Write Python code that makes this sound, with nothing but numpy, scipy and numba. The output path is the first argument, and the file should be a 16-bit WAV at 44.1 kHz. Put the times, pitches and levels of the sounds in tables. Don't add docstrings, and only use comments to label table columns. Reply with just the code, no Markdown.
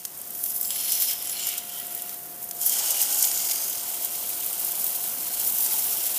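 import sys
import numpy as np
from scipy import signal
from scipy.fft import rfft, irfft
from scipy.io import wavfile
from scipy.ndimage import uniform_filter1d
from numba import njit

SR = 44100
rng = np.random.default_rng(int(sys.argv[2]) if len(sys.argv) > 2 else 0)


def int16_out(signal):
    q = np.round(np.clip(np.atleast_2d(signal).T, -1, 1) * 32767)
    wavfile.write(sys.argv[1], SR, q.astype(np.int16))


def decibels_to_gain(level_db):
    exponent = np.asarray(level_db, float) / 20
    return 10 ** exponent


N = 272538


def level(x, db):
    return x * decibels_to_gain(db) / np.sqrt(np.mean(x ** 2))


def highpass(x, hz):
    return signal.sosfilt(signal.butter(2, hz, "high", fs=SR, output="sos"), x)


def colour(x, points):
    hz, db = np.transpose(points)
    f = np.maximum(np.arange(N // 2 + 1) * SR / N, 1)
    gain_db = np.interp(np.log(f), np.log(hz), db)
    return irfft(rfft(x) * decibels_to_gain(gain_db), N)


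def curves(table):
    s, *columns = np.transpose(table)
    return [np.interp(np.arange(N) / SR, s, c) for c in columns]


def walk(rate):
    hold = int(SR / rate)
    steps = np.repeat(rng.standard_normal(N // hold + 1), hold)
    return 1.04 * uniform_filter1d(uniform_filter1d(steps, hold), hold)[:N]


def flares(rate, fade_s):
    u = rng.random((int(rate * N / SR), 2)).T
    starts = np.bincount((u[0] * N).astype(int), 0.26 + u[1], N)
    x = signal.lfilter([1], [1, -np.exp(-1 / (fade_s * SR))], starts)
    x = uniform_filter1d(x, size=40)
    return np.minimum((x - x.mean()) / x.std(), 2.5)


@njit
def grains(s, hz, cycles, size, glide):
    out = np.zeros(N + 2048)
    for k in range(len(s)):
        start = int(s[k] * SR)
        step = hz[k] / cycles[k] / SR
        z, rise = size[k] + 0j, 1.
        p = np.exp(2j * np.pi * hz[k] / SR - 3 * step)
        bend = np.exp(2j * np.pi * hz[k] / SR * glide * step)
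        for i in range(min(2048, int(2 / step))):
            rise *= 1 - hz[k] / SR
            out[start + i] += z.imag * (1 - rise)
            z, p = z * p, p * bend
    return out[:N]


# (time [s], pitch of the fourth partial [Hz], swell [dB])
FAN_MOTOR = [
    (0, 705.2, -10),
    (.64, 706, -2.5),
    (1.9, 705.3, .5),
    (3.3, 703.4, 0),
    (4, 704.6, 0),
    (6.18, 705.3, 0),
]
# (multiple of the shaft pitch [1], level [dB rms])
MOTOR_PARTIALS = [(1, -69.5), (2, -63.5), (3, -63), (4, -52.5)]
# (frequency [Hz], density [dB per Hz])
FAN_AIR = [(25, -66), (45, -24.5), (65, -26.5), (130, -22), (200, -18.5), (350, -20.5), (700, -22),
           (1100, -24.5), (2500, -30), (6000, -34), (16000, -47.5)]


def fan():
    fourth_hz, swell_db = curves(FAN_MOTOR)
    turn = 2 * np.pi * np.cumsum(fourth_hz / 4) / SR
    hum = 0
    for k, db in MOTOR_PARTIALS:
        partial_db = db + swell_db + 1.15 * walk(rate=11)
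        hum = hum + np.sqrt(2) * decibels_to_gain(partial_db) * np.sin(k * turn + k * k)
    air_s = [0, .15, 2.4, 4.7, 5.2, 6.18]
    air_db = np.interp(np.arange(N) / SR, air_s, [-6.0, -1.0, -1.0, -2.0, 1.5, 0.5])
    air = level(colour(rng.standard_normal(N), FAN_AIR), -49.5)
    return hum + air * decibels_to_gain(air_db + 0.23 * walk(rate=1.03))


def kitchen(x):
    t60_s, tail_db = .15, -21
    t = np.arange(SR // 4) / SR
    tail = rng.standard_normal(len(t)) * 1000. ** (-t / t60_s) * (t > .004)
    response = decibels_to_gain(tail_db) * tail / np.sqrt(np.sum(tail ** 2))
    response[0] = 1
    return signal.fftconvolve(x, response)[:N]


# (frequency [Hz], gain [dB])
MIC_PATH = [(60, -30), (250, -6), (500, -8), (1200, -2.5), (1800, -6), (3800, 0), (6000, -1.5), (9000, 6),
            (12000, 5), (14300, 10), (15800, 4.5)]


def close_microphone(x):
    return colour(x, MIC_PATH)


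# (frequency [Hz], width [Hz], level [dB])
PAN_MODES = [(636, 130, 0.5), (827, 150, 5), (978, 27, 4), (1470, 360, 4), (1929, 27, 7), (2105, 47, 1.5),
             (2330, 35, -7), (2773, 65, -1.5), (3150, 150, -9)]


def pan(x):
    return x + sum(decibels_to_gain(db) * signal.lfilter(*signal.iirpeak(hz, hz / width, SR), x) for hz, width, db in PAN_MODES)


def hob_echo(burst):
    echo_ms, echo_db = 3.1, -6.5
    burst = highpass(burst, 1500.)
    return burst + decibels_to_gain(echo_db) * np.roll(burst, int(echo_ms * SR / 1000))


# (time [s], level [dB], pitch [Hz])
SPATULA_TAPS = [
    (.7056, -14, 3300),
    (0.65, -12, 5200),
    (0.76, -17, 2160),
    (1.1112, -23, 3160),
    (3.4, -22, 3100),
]


def taps():
    s, db, hz = np.transpose(SPATULA_TAPS)
    return grains(s, hz, 6.4 + 0 * s, decibels_to_gain(db), 0.)


# (time [s], level [dB], pitch [Hz], deep part [dB])
LARGE_DROPS = [(0.052, -15, 13600, 3), (0.3506, -21, 14000, -3), (0.4393, -10.5, 11200, -17),
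               (0.4615, -13, 14300, -6), (0.5038, -15.5, 11300, -14), (0.7062, -17.5, 7700, 8),
               (0.809, -18, 10900, -3), (0.8484, -14, 14000, -1), (0.9217, -7, 12300, -15),
               (1.023, -8, 13800, -2), (1.1114, -15, 11100, 5.5), (1.2734, -17, 10500, 2),
               (1.2964, -16.5, 10500, 0), (1.3964, -18, 11400, 5), (1.47, -11.5, 14400, -3),
               (1.4895, -14, 10500, -6), (1.5798, -11.5, 12300, -10), (1.8002, -17, 14100, -5),
               (2.0943, -22, 12900, 3), (2.5116, -19, 12200, 3.5), (2.6156, -15, 11400, -2),
               (2.728, -17, 11200, -6), (3.0113, -16, 9500, -7), (3.2262, -4.5, 11100, -17),
               (3.2435, -12.5, 7000, -4), (3.3152, -13, 8970, 0.5), (3.3762, -15.5, 6500, -6),
               (3.5154, -18, 5600, -11), (3.7552, -20.5, 12860, 6), (5.6631, -15, 12000, 7)]
# (time [s], level [dB])
SPITS = [(.175, -22), (.191, -27), (.2156, -20), (.275, -26), (.3063, -19), (.496, -18),
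         (.5426, -20), (0.563, -16), (0.6128, -8.5), (.6305, -13), (.6552, -15), (1.0013, -9),
         (1.2241, -17), (1.3168, -19), (1.8688, -21), (1.924, -24), (1.9502, -15), (2.021, -16.5),
         (2.144, -24), (2.4295, -23), (2.4415, -21), (2.49, -21), (2.5502, -26),
         (2.664, -4), (2.696, -8), (2.7879, -16), (2.9066, -7), (3.017, -5.5), (3.107, -17),
               (3.1463, -10), (3.2516, -7), (3.682, -15), (3.6985, -14), (3.9013, -21), (3.9728, -26),
               (4.0237, -25), (4.048, -13), (4.2923, -19), (4.4635, -14), (4.5297, -14), (4.5972, -20),
               (4.648, -11.5), (4.7192, -17), (4.7975, -17), (4.8431, -10), (4.8664, -14), (5.282, -19),
               (5.4743, -14), (5.5241, -14), (5.585, -10.5), (5.607, -12), (5.6274, -24), (5.7798, -19)]


def pops(count=18):
    spit_hz, spit_deep_db, spatter_ms, crack_db = 13330, -26, 3.6, 4
    spits = [(s, db, spit_hz, spit_deep_db) for s, db in SPITS]
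    drops = LARGE_DROPS + spits
    s, db, hz, deep_db = np.transpose(drops)[:, :, None]
    u = rng.random((len(drops), 3, count)).transpose(1, 0, 2)
    hz = hz * (0.958 + 0.11 * u[0, :, 1:2])
    ms = spatter_ms * (.6 + .8 * u[0, :, 2:3])
    one = np.ones(len(drops))
    crack = grains(s[:, 0], hz[:, 0], 7 * one, decibels_to_gain(db[:, 0] + crack_db), 0.05)
    deep_hz = 4500 + 3200 * u[0, :, 0]
    deep = grains(s[:, 0], deep_hz, 1.58 * one, decibels_to_gain(db + deep_db + 11.5)[:, 0], 0.27)
    late_s = ms / 1000 * (1.8 * u[1] - .5)
    size = decibels_to_gain(db - 5.0 - 10 * u[1]) * np.sqrt(ms / 3)
    pitch = np.minimum(hz * (.5 + 0.84 * u[2]), 15800.).ravel()
    spatter = grains((s + late_s).ravel(), pitch, 7 + 0 * pitch, size.ravel(), 0.034)
    return crack + pan(deep) + spatter


# (frequency [Hz], gain [dB])
LIFTED_COLOUR = [(1700, 0.5), (2500, -5.5), (3050, 1.5), (4100, -4), (5150, -1), (5500, -1.5), (5900, 2),
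                 (6600, -3.5), (7350, 1), (8200, -5), (9200, -4.5), (10600, 0.5), (11600, -2),
                 (14000, -3.2)]
# (frequency [Hz], gain [dB])
TURNED_COLOUR = [(1500, 0.5), (1800, 1.5), (2200, -3.5), (2550, -5.5), (3050, 2), (3750, -5), (5100, 5),
                 (6700, 6.5), (7300, 2.5), (9300, 1), (10300, -6), (11500, 2), (12500, -3.5), (14000, -5.7)]
# (time [s], lifted [0-1], turned [0-1])
CORNER_SHARE = [(0, 0, 0.6), (.4, 0.34, 0.33), (.7, 1, 0.08), (1.6, 0.7, 0.2), (2.1, 0.36, 0.16),
                (2.2, 0.09, 0.44), (2.55, 0, 0.36), (2.65, 0.14, 0.7), (3.5, 0, 0.66), (3.95, 0.4, 0.23),
                (4.3, 0, 0.25), (6.18, 0.53, 0.09)]


def corner(x):
    lifted, turned = np.clip(curves(CORNER_SHARE), 0, 1)
    spread = (1 - lifted - turned) * x
    return spread + lifted * colour(x, LIFTED_COLOUR) + turned * colour(x, TURNED_COLOUR)


# (start [s], end [s], pitch [Hz], level [dB])
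STEAM_POCKETS = [(0.33, .55, 5700, -4), (0.6, .92, 10700, -11), (.58, 0.78, 7700, 7), (0.46, 1.63, 5220, 7),
                 (1.08, 1.5, 5600, -1), (0.69, 1.13, 4300, 6.5), (1.3, 1.46, 4270, 6), (.85, 1.07, 5900, 3),
                 (1.217, 1.42, 11000, 4.5), (1.37, 1.5, 7100, 6), (1.28, 1.58, 2300, 6),
                 (1.675, 1.86, 3100, 9), (1.4, 2.5, 1400, 8), (1.6, 2.5, 1900, 7), (1.34, 1.54, 2940, 4.5),
                 (2.53, 2.7, 7050, -1), (2.57, 2.82, 3210, 3.5), (2.803, 3.123, 2900, 2),
                 (2.63, 3.4, 820, 6), (3.02, 3.45, 1500, 4), (3.056, 3.6, 7000, 0), (3.2, 3.7, 2200, 1),
                 (3.2, 3.2, 6600, -6), (3.3, 3.8, 4900, 2), (3.4, 3.82, 6300, 1), (3.702, 3.917, 8700, -14),
                 (5.148, 5.55, 4267, -1), (5.3, 6, 870, 2), (5.65, 6.18, 5500, -6)]


def pockets(x):
    sharpness = 24.3
    out = x.copy()
    for start, end, hz, db in STEAM_POCKETS:
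        a, b = int(start * SR), min(int(end * SR), N)
        ring = signal.lfilter(*signal.iirpeak(hz, sharpness, SR), x[a:b])
        out[a:b] += decibels_to_gain(db) * np.sqrt(np.hanning(b - a)) * ring
    return out


# (time [s], strength [dB], share of large bubbles [dB])
BOIL_STRENGTH = [(0, -41, -16.5), (.3, -37.5, -20), (.42, -29, -26), (.68, -30, -21), (.71, -29, -11.5),
                 (1.12, -27, -11), (1.17, -34, -10.5), (1.58, -35.5, -4), (1.63, -37.5, -10),
                 (2.14, -35, -15.5), (2.18, -38.5, -23), (2.56, -38, -20.5), (2.63, -25, -23.5),
                 (2.8, -26.5, -10.5), (3.3, -26.5, -15), (3.94, -31.5, -14), (5.35, -29.5, -17.5),
                 (6.18, -26.5, -15)]
# (peak [s], gain [dB], build-up [s], extra large bubbles [dB])
GUSHES = [(.175, -1, .03, -3), (.45, 1, 0.071, -1), (.5, -1, 0.025, 4), (.64, 1, .04, 3),
          (.87, -1, 0.027, 1.5), (.925, 5.5, 0.062, -1.5), (1.025, 5, .06, -3.5), (1.115, 2, 0.035, 3),
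          (1.3, 1.5, .05, -1.5), (1.39, 1, 0.074, 4), (1.475, 8.5, 0.075, -1.5), (1.585, 4, 0.012, 0),
          (1.76, 3.5, 0.087, 1), (1.95, 2.5, 0.076, 0.5), (2.43, 2, .04, -3), (2.668, 9.5, 0.02, -9),
          (2.73, 2.5, 0.067, -0.5), (2.905, 6.5, 0.033, -3), (3.025, 4.5, .05, -3), (3.215, 6, .09, -3),
          (3.515, 2, 0.033, 3), (4.05, 3, .03, -1.5), (4.65, 1, .08, 0.5), (4.85, 2.5, 0.3, -0.5),
          (5.41, 4, 0.044, 2), (5.478, 7, 0.054, -4.5), (5.59, 2.5, 0.035, -1), (5.625, 6, .05, -3.5),
          (5.75, 3.5, 0.23, 1), (5.97, 1.5, 0.036, -1)]
# (strength share [1], large-bubble share [1], gush share [1],
# gain on the wet side [dB], offset [dB])
SIZE_FOLLOWS = [
    (1, 0.035, 1, -0.5, 0.5),
    (0.99, 0.44, 0.84, 2, -0.5),
    (0.99, 0.99, 0.62, 0.5, 0.5),
    (0.47, 0.47, 0.36, 7.5, -34.5),
]


def boil():
    turn_s, soak_s = 2.49, 0.22
    t = np.arange(N) / SR
    strength_db, large_db = curves(BOIL_STRENGTH)
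    shapes = np.array([np.interp(t, [s - rise, s, s + rise], [0, 1, 0]) for s, _, rise, _ in GUSHES])
    _, gain_db, _, extra_db = np.transpose(GUSHES)
    gush_db = gain_db @ shapes
    large_db = large_db + extra_db @ shapes
    wet = np.clip((t - turn_s) / soak_s, 0, 1)
    return [a * strength_db + b * large_db + c * gush_db + wet_db * wet + db
            for a, b, c, wet_db, db in SIZE_FOLLOWS]


# (lowest [Hz], highest [Hz], ring [cycles], size scatter [dB], swarm flicker [dB], offset [dB])
BUBBLE_SIZES = [
    (9500, 19900, 3, 1.4, 3, -3.5),
    (4480, 10400, 1.55, 0.94, 2.07, -3),
    (2057, 4480, 4.55, 1.5, 1.8, 0.5),
    (305.5, 1854, 4.2, 1.6, -1.1, 4),
]
BURST_RATES = (9000, 6000, 4000, 2500)


def sizzle():
    swarm = 0.31 * flares(rate=45, fade_s=0.0037) + .5 * walk(rate=140)
    out = 0
    for row, rate, boil_db in zip(BUBBLE_SIZES, BURST_RATES, boil()):
        lo_hz, hi_hz, cycles, scatter_db, flicker_db, offset_db = row
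        u = rng.random((int(rate * N / SR), 4)).T
        hz = lo_hz * (hi_hz / lo_hz) ** u[1]
        size = decibels_to_gain(scatter_db * np.minimum(-np.log(u[2]), 5)) * np.sign(u[3] - .5)
        fizz = pan(grains(u[0] * N / SR, hz, cycles * (.5 + u[3]), size, 0.13))
        fizz = highpass(fizz, 1.02 * lo_hz)
        flare = decibels_to_gain(flicker_db * (swarm + 0.24 * walk(rate=60)))
        out = out + level(fizz * flare, offset_db) * decibels_to_gain(boil_db)
    return out


def scene():
    frying = pockets(sizzle()) + hob_echo(pops() + taps())
    return (close_microphone(kitchen(corner(frying))) + fan())[None]


def top_cut(x):
    return signal.sosfilt(signal.butter(12, 16370, fs=SR, output="sos"), x)


def record(dry):
    top_hz = 15480
    x = highpass(dry, 45.)
    x = .9 * np.tanh(x / .9)
    x = signal.sosfilt(signal.ellip(12, .3, 60, top_hz, fs=SR, output="sos"), x)
    return top_cut(x)


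dry = scene()
out = record(dry)
int16_out(out)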